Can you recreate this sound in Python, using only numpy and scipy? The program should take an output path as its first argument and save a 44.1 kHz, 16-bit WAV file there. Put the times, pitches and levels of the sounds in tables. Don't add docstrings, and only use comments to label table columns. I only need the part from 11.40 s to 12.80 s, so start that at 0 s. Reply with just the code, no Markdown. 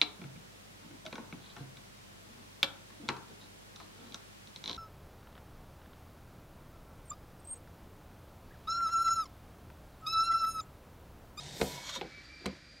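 import sys
import numpy as np
from scipy import signal
from scipy.fft import rfft, irfft, next_fast_len
from scipy.io import wavfile
from scipy.ndimage import map_coordinates

SR = 44100
rng = np.random.default_rng(int(sys.argv[2]) if len(sys.argv) > 2 else 0)


def int16_out(signal):
    q = np.round(np.clip(np.atleast_2d(signal).T, -1, 1) * 32767)
    wavfile.write(sys.argv[1], SR, q.astype(np.int16))


N = 61739

# start_s, touch_db (relative to the thud), click_db, rebound_db (relative to the
# click), thud_db, ring_db, ring_tilt_db_per_octave, boom_db, click_cutoff_hz
KNOCKS = [(0.2136, -4, -22.5, -1, -27.5, -30.5, 0, -33.5, 10100),
          (0.6123, -44, -31.5, -4.5, -37.5, -59.5, 10.5, -62, 4520),
          (1.0576, -7.5, -26.5, 1, -39, -28, -3.5, -40.5, 12400)]
KNOCK_RISE_S = 0.00089


def scraper():
    # time_s, level_db
    pressure = [(0, -49.5), (.09, -49.5), (.15, -48.5), (.22, -47.5), (.33, -47.5), (.39, -50), (.5, -57),
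                (.57, -54), (.61, -66.5), (.68, -67.5)]
    # pitch_hz, level_db
    glide_colour = [(60, 7.5), (140, 4), (220, 0.5), (550, 2), (850, -1), (1250, -20), (1700, -4.5),
                    (2800, -8.5), (3700, -2), (5000, -2.5), (7000, -7.5), (9000, -11), (11000, -25),
                    (15500, -45)]
    # time_s, level_db
    bite_levels = [(.2, -60), (.3, -51.5), (.41, -54.5), (.465, -47), (.495, -40.5), (.52, -49),
                   (.553, -40.5), (.563, -38), (.574, -48), (.6, -80), (.63, -83)]
    # pitch_hz, width_hz, level_db
    blade_modes = [(550, 26, -3), (993, 170, -4), (1406, 355, -4), (2050, 560, -6.5), (3277, 190, 1),
                   (3645, 50, 4), (4085, 210, 0.5), (4640, 550, -7), (5710, 370, -2), (6780, 390, -4.5),
                   (7780, 680, -12.5), (12800, 1900, -25)]
    # time_s, level_db
    sizzle_levels = [(0, -77), (.13, -65.5), (.225, -49), (.3, -53.5), (.42, -65), (.56, -73), (.6, -67),
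                     (.7, -100)]
    # pitch_hz, level_db
    sizzle_colour = [(3000, -24), (7500, 8), (10700, -1.5), (13000, 5.5), (15500, -7)]
    blade = lambda f: sum((-1) ** k * amp(db) * resonance(f, hz, width)
                          for k, (hz, width, db) in enumerate(blade_modes))
    glide = gains(pressure)[0] * coloured(slips(), glide_colour)
    bite = gains(bite_levels)[0] * unit(filtered(slips(), blade))
    return glide + bite + gains(sizzle_levels)[0] * noise(sizzle_colour)


def slips(per_s=3500, spread_db=1, flutter_db=1.1):
    happens = rng.random(N) < per_s / SR
    size = amp(spread_db * rng.standard_normal(N) + flutter_db * wobble(90.14))
    return happens * size * rng.choice([-1, 1], N)


def knocks(click_fade_s=0.014, thud_fade_s=0.094, touch_lead_s=0.01304, rebound_s=0.0039, boom_hz=73.7):
    # pitch_hz, level_db
    click_colour = [(200, -1), (750, 7), (1020, 7.5), (1250, -9.5), (1800, -0.5), (2150, 2), (2650, 1.5),
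                    (2950, -9.5), (3300, 2), (4200, -3.5), (5400, -9.5), (8000, -13.5), (15000, -25.5)]
    # pitch_hz, level_db
    thud_colour = [(100, -9), (250, -7.5), (310, -19.5), (375, 3), (480, 0), (620, -14.5), (760, -1.5),
                   (1000, -14.5), (1250, -18), (2500, -34), (9000, -120)]
    # pitch_hz, level_db, fade_s
    pane = [(151.2, -8.5, 0.19), (195.1, 2.5, 0.16), (257.3, -3.5, 0.2), (368.3, 6, 0.081),
            (461.6, 0.5, 0.11), (513.4, -3.5, 0.16), (563, -12, 0.18), (693, -6, 0.062), (768, -23, 0.14),
            (890, -26, 0.17)]
    contact, ringing, t = np.zeros(N), np.zeros(N), np.arange(N) / SR
    for start, touch_db, click_db, rebound_db, thud_db, ring_db, tilt_db, boom_db, cut_hz in KNOCKS:
        click = filtered(noise(click_colour), lambda hz: 1 / np.sqrt(1 + (hz / cut_hz) ** 6))
        rebound = amp(rebound_db) * strike(start + rebound_s, 0.00014, click_fade_s)
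        contact += amp(click_db) * click * (strike(start, 0.00017, click_fade_s) + rebound)
        touch = amp(touch_db) * strike(start - touch_lead_s, KNOCK_RISE_S, thud_fade_s)
        blow = strike(start, KNOCK_RISE_S, thud_fade_s)
        contact += amp(thud_db) * noise(thud_colour) * (touch + blow)
        for hz, db, fade_s in pane:
            level_db = ring_db + db + tilt_db * np.log2(hz / pane[0][0]) + rng.normal(0, 1)
            ringing += ring([(hz, level_db, fade_s)], start, rise_s=2.6 / hz)
        boom = np.sin(2 * np.pi * boom_hz * (t - start))
        ringing += amp(boom_db) * strike(start, KNOCK_RISE_S, fade_s=0.21) * boom
    return contact, ringing


def blade_rings(snap_db=-31.5):
    # pitch_hz, level_db (relative to the click), fade_s
    ping_notes = [(1460, -18.5, 0.1), (2106, -13, 0.042), (3290, -22, .06), (4056, -14, .06)]
    # pitch_hz, level_db, fade_s
    snap_notes = [(530, -10.5, 0.19), (985, 3, 0.042), (1297, -6, 0.037), (3680, -6.5, 0.049)]
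    pings = sum(amp(click_db) * ring(ping_notes, start, KNOCK_RISE_S)
                for start, _, click_db, *_ in KNOCKS)
    return pings + amp(snap_db) * ring(snap_notes, start_s=0.559, rise_s=0.0037)


def stick_slip():
    # time_s, low_tone_db, high_tone_db
    squeak_levels = [(0, -61, -56.5), (.2, -75, -57), (.29, -52, -75), (.45, -60.5, -95), (.51, -72, -52.5),
                     (.555, -65, -46), (.58, -58, -44.5), (.605, -75, -66), (.65, -86, -103)]
    # low_hz, high_hz
    squeak_pitches = [974, 3706]
    # time_s, level_db
    judder_levels = [(0, -53), (.06, -49.5), (.17, -61), (.28, -44), (.38, -53), (.43, -62), (.6, -85)]
    squeak = sum(gain * tone(hz, jitter=0.025, per_s=350)
                 for gain, hz in zip(gains(squeak_levels), squeak_pitches))
    return squeak + gains(judder_levels)[0] * tone(hz=143, jitter=0.053, per_s=60)


def hand_bumps():
    # start_s, level_db
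    bumps = [(.16, -54.5), (.57, -45.5), (0.639, -43), (.77, -56), (1.007, -49), (1.125, -48.5)]
    # pitch_hz, level_db
    colour = [(60, -11), (170, -0.5), (330, 3), (520, -7.5), (750, -14), (1500, -46), (6000, -120)]
    return noise(colour) * sum(amp(db) * strike(start, rise_s=0.0031, fade_s=0.15) for start, db in bumps)


def cabin_echo(x):
    # pitch_hz, fade_s
    fades = [(100, 0.24), (500, 0.28), (2000, 0.2), (10000, 0.054)]
    hz, t, spectrum = signal.stft(rng.standard_normal(SR // 2), SR, nperseg=256)
    tail = signal.istft(spectrum * amp(-60 * t / along(fades, hz)[:, None]), SR, nperseg=256)[1]
    delayed = np.pad(tail, (SR // 250, 0))
    return signal.fftconvolve(x, delayed / np.linalg.norm(tail))[:N]


def motor(top_hz=2411, climb_hz=397.2, spin_up_s=0.55, jitter_hz=14.46, flutter_db=2.5):
    # time_s, low_tone_db, high_tone_db
    whine_levels = [(0, -102, -81.5), (.26, -63, -58), (.38, -55, -81), (.6, -60.5, -86), (.71, -62, -77),
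                    (.745, -53.5, -73), (.8, -51.5, -77), (.85, -72, -60), (.915, -54.5, -66.5),
                    (1, -60, -58), (1.12, -63, -64), (1.2, -67.5, -69), (1.3, -69.5, -62),
                    (1.4, -66, -60.5)]
    # time_s, level_db
    air_levels = [(0, -64), (.65, -56), (.8, -56), (.92, -58.5), (1.1, -56.5), (1.25, -60), (1.4, -61.5)]
    # pitch_hz, level_db
    air_colour = [(300, -2.5), (950, -6), (1300, 3), (2100, 6), (2900, -3.5), (3500, -1), (4200, 2.5),
                  (5000, 0), (6000, -8.5), (7200, -12.5), (8500, -25), (10500, -22.5), (15500, -30)]
    hz = top_hz - climb_hz * np.exp(-np.arange(N) / SR / spin_up_s) + jitter_hz * wobble(160)
    phase = 2 * np.pi * np.cumsum(hz) / SR
    whine = sum(gain * unit(np.sin(k * phase) * amp(flutter_db * wobble(130)))
                for k, gain in enumerate(gains(whine_levels), 1))
    return whine + gains(air_levels)[0] * noise(air_colour)


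def workshop_hum(level_db=-58.5):
    # pitch_hz, level_db
    colour = [(20, -22), (40, 2), (62, 1.5), (100, -6.5), (155, -5.5), (220, -13.5), (300, -8),
              (400, -26.5), (540, -12.5), (800, -27), (2000, -73), (8000, -120)]
    return amp(level_db) * noise(colour)


def microphones(mid, reach_widths=1.8):
    # pitch_hz, width_hz, level_db, sign (1 = left louder)
    ports = [(1910, 455, -10.5, -1), (9700, 310, -4, 1)]
    # pitch_hz, side_db
    sparkle = [(5000, -67), (7000, -61), (8500, -40), (11000, -29), (12500, -49), (15000, -34)]
    near = lambda f, hz, width: np.exp(-((f - hz) / (reach_widths * width)) ** 2)
    port_ring = lambda f: sum(sign * amp(db) * resonance(f, hz, width) * near(f, hz, width)
                              for hz, width, db, sign in ports)
    side = filtered(mid, lambda f: port_ring(f) + 1j * amp(along(sparkle, f)))
    return np.array([mid + side, mid - side])


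def amp(db):
    return 10 ** (np.asarray(db) / 20)


def unit(x):
    return x / np.sqrt(np.mean(x ** 2) + 1e-20)


def along(points, hz):
    pitches, values = np.transpose(points)
    return np.interp(np.log(hz + 1), np.log(pitches + 1), values)


def gains(rows):
    times, *columns = np.transpose(rows)
    return [amp(np.interp(np.arange(N) / SR, times, db)) for db in columns]


def wobble(per_s):
    return map_coordinates(rng.standard_normal(4096), [np.arange(N) * per_s / SR], mode="wrap")


def filtered(x, response):
    size = next_fast_len(N + SR // 2)
    return irfft(rfft(x, size) * response(np.fft.rfftfreq(size, 1 / SR)), size)[..., :N]


def coloured(x, colour):
    return unit(filtered(x, lambda hz: amp(along(colour, hz))))


def noise(colour):
    return coloured(rng.standard_normal(N), colour)


def resonance(f, hz, width):
    return 1j * f * width / (hz * hz - f * f + 1j * f * width)


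def strike(start_s, rise_s, fade_s):
    age = np.maximum(np.arange(N) / SR - start_s, 0)
    return (1 - np.exp(-age / rise_s)) * amp(-60 * age / fade_s)


def ring(notes, start_s, rise_s):
    t = np.arange(N) / SR
    return sum(amp(db) * strike(start_s, rise_s, fade_s) * np.sin(2 * np.pi * (hz * t + rng.random()))
               for hz, db, fade_s in notes)


def tone(hz, jitter, per_s, flutter_db=5.8):
    phase = 2 * np.pi * np.cumsum(hz * (1 + jitter * wobble(per_s))) / SR
    return unit(np.sin(phase) * amp(flutter_db * wobble(per_s / 3)))


def scene(knock_echo_db=-11.5, scrape_echo_db=-9.5):
    contact, ringing = knocks()
    scrape = scraper()
    echo = cabin_echo(amp(knock_echo_db) * contact + amp(scrape_echo_db) * scrape)
    windshield = scrape + stick_slip() + blade_rings() + hand_bumps() + contact + ringing
    return microphones(windshield + echo + motor() + workshop_hum())


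def record(dry, low_cut_hz=49, top_hz=15800):
    low_cut = lambda ratio: -ratio ** 2 / (1 - ratio ** 2 + 1j * np.sqrt(2) * ratio)
    return filtered(dry, lambda hz: low_cut(hz / low_cut_hz) * (hz < top_hz))


dry = scene()
out = record(dry)
int16_out(out)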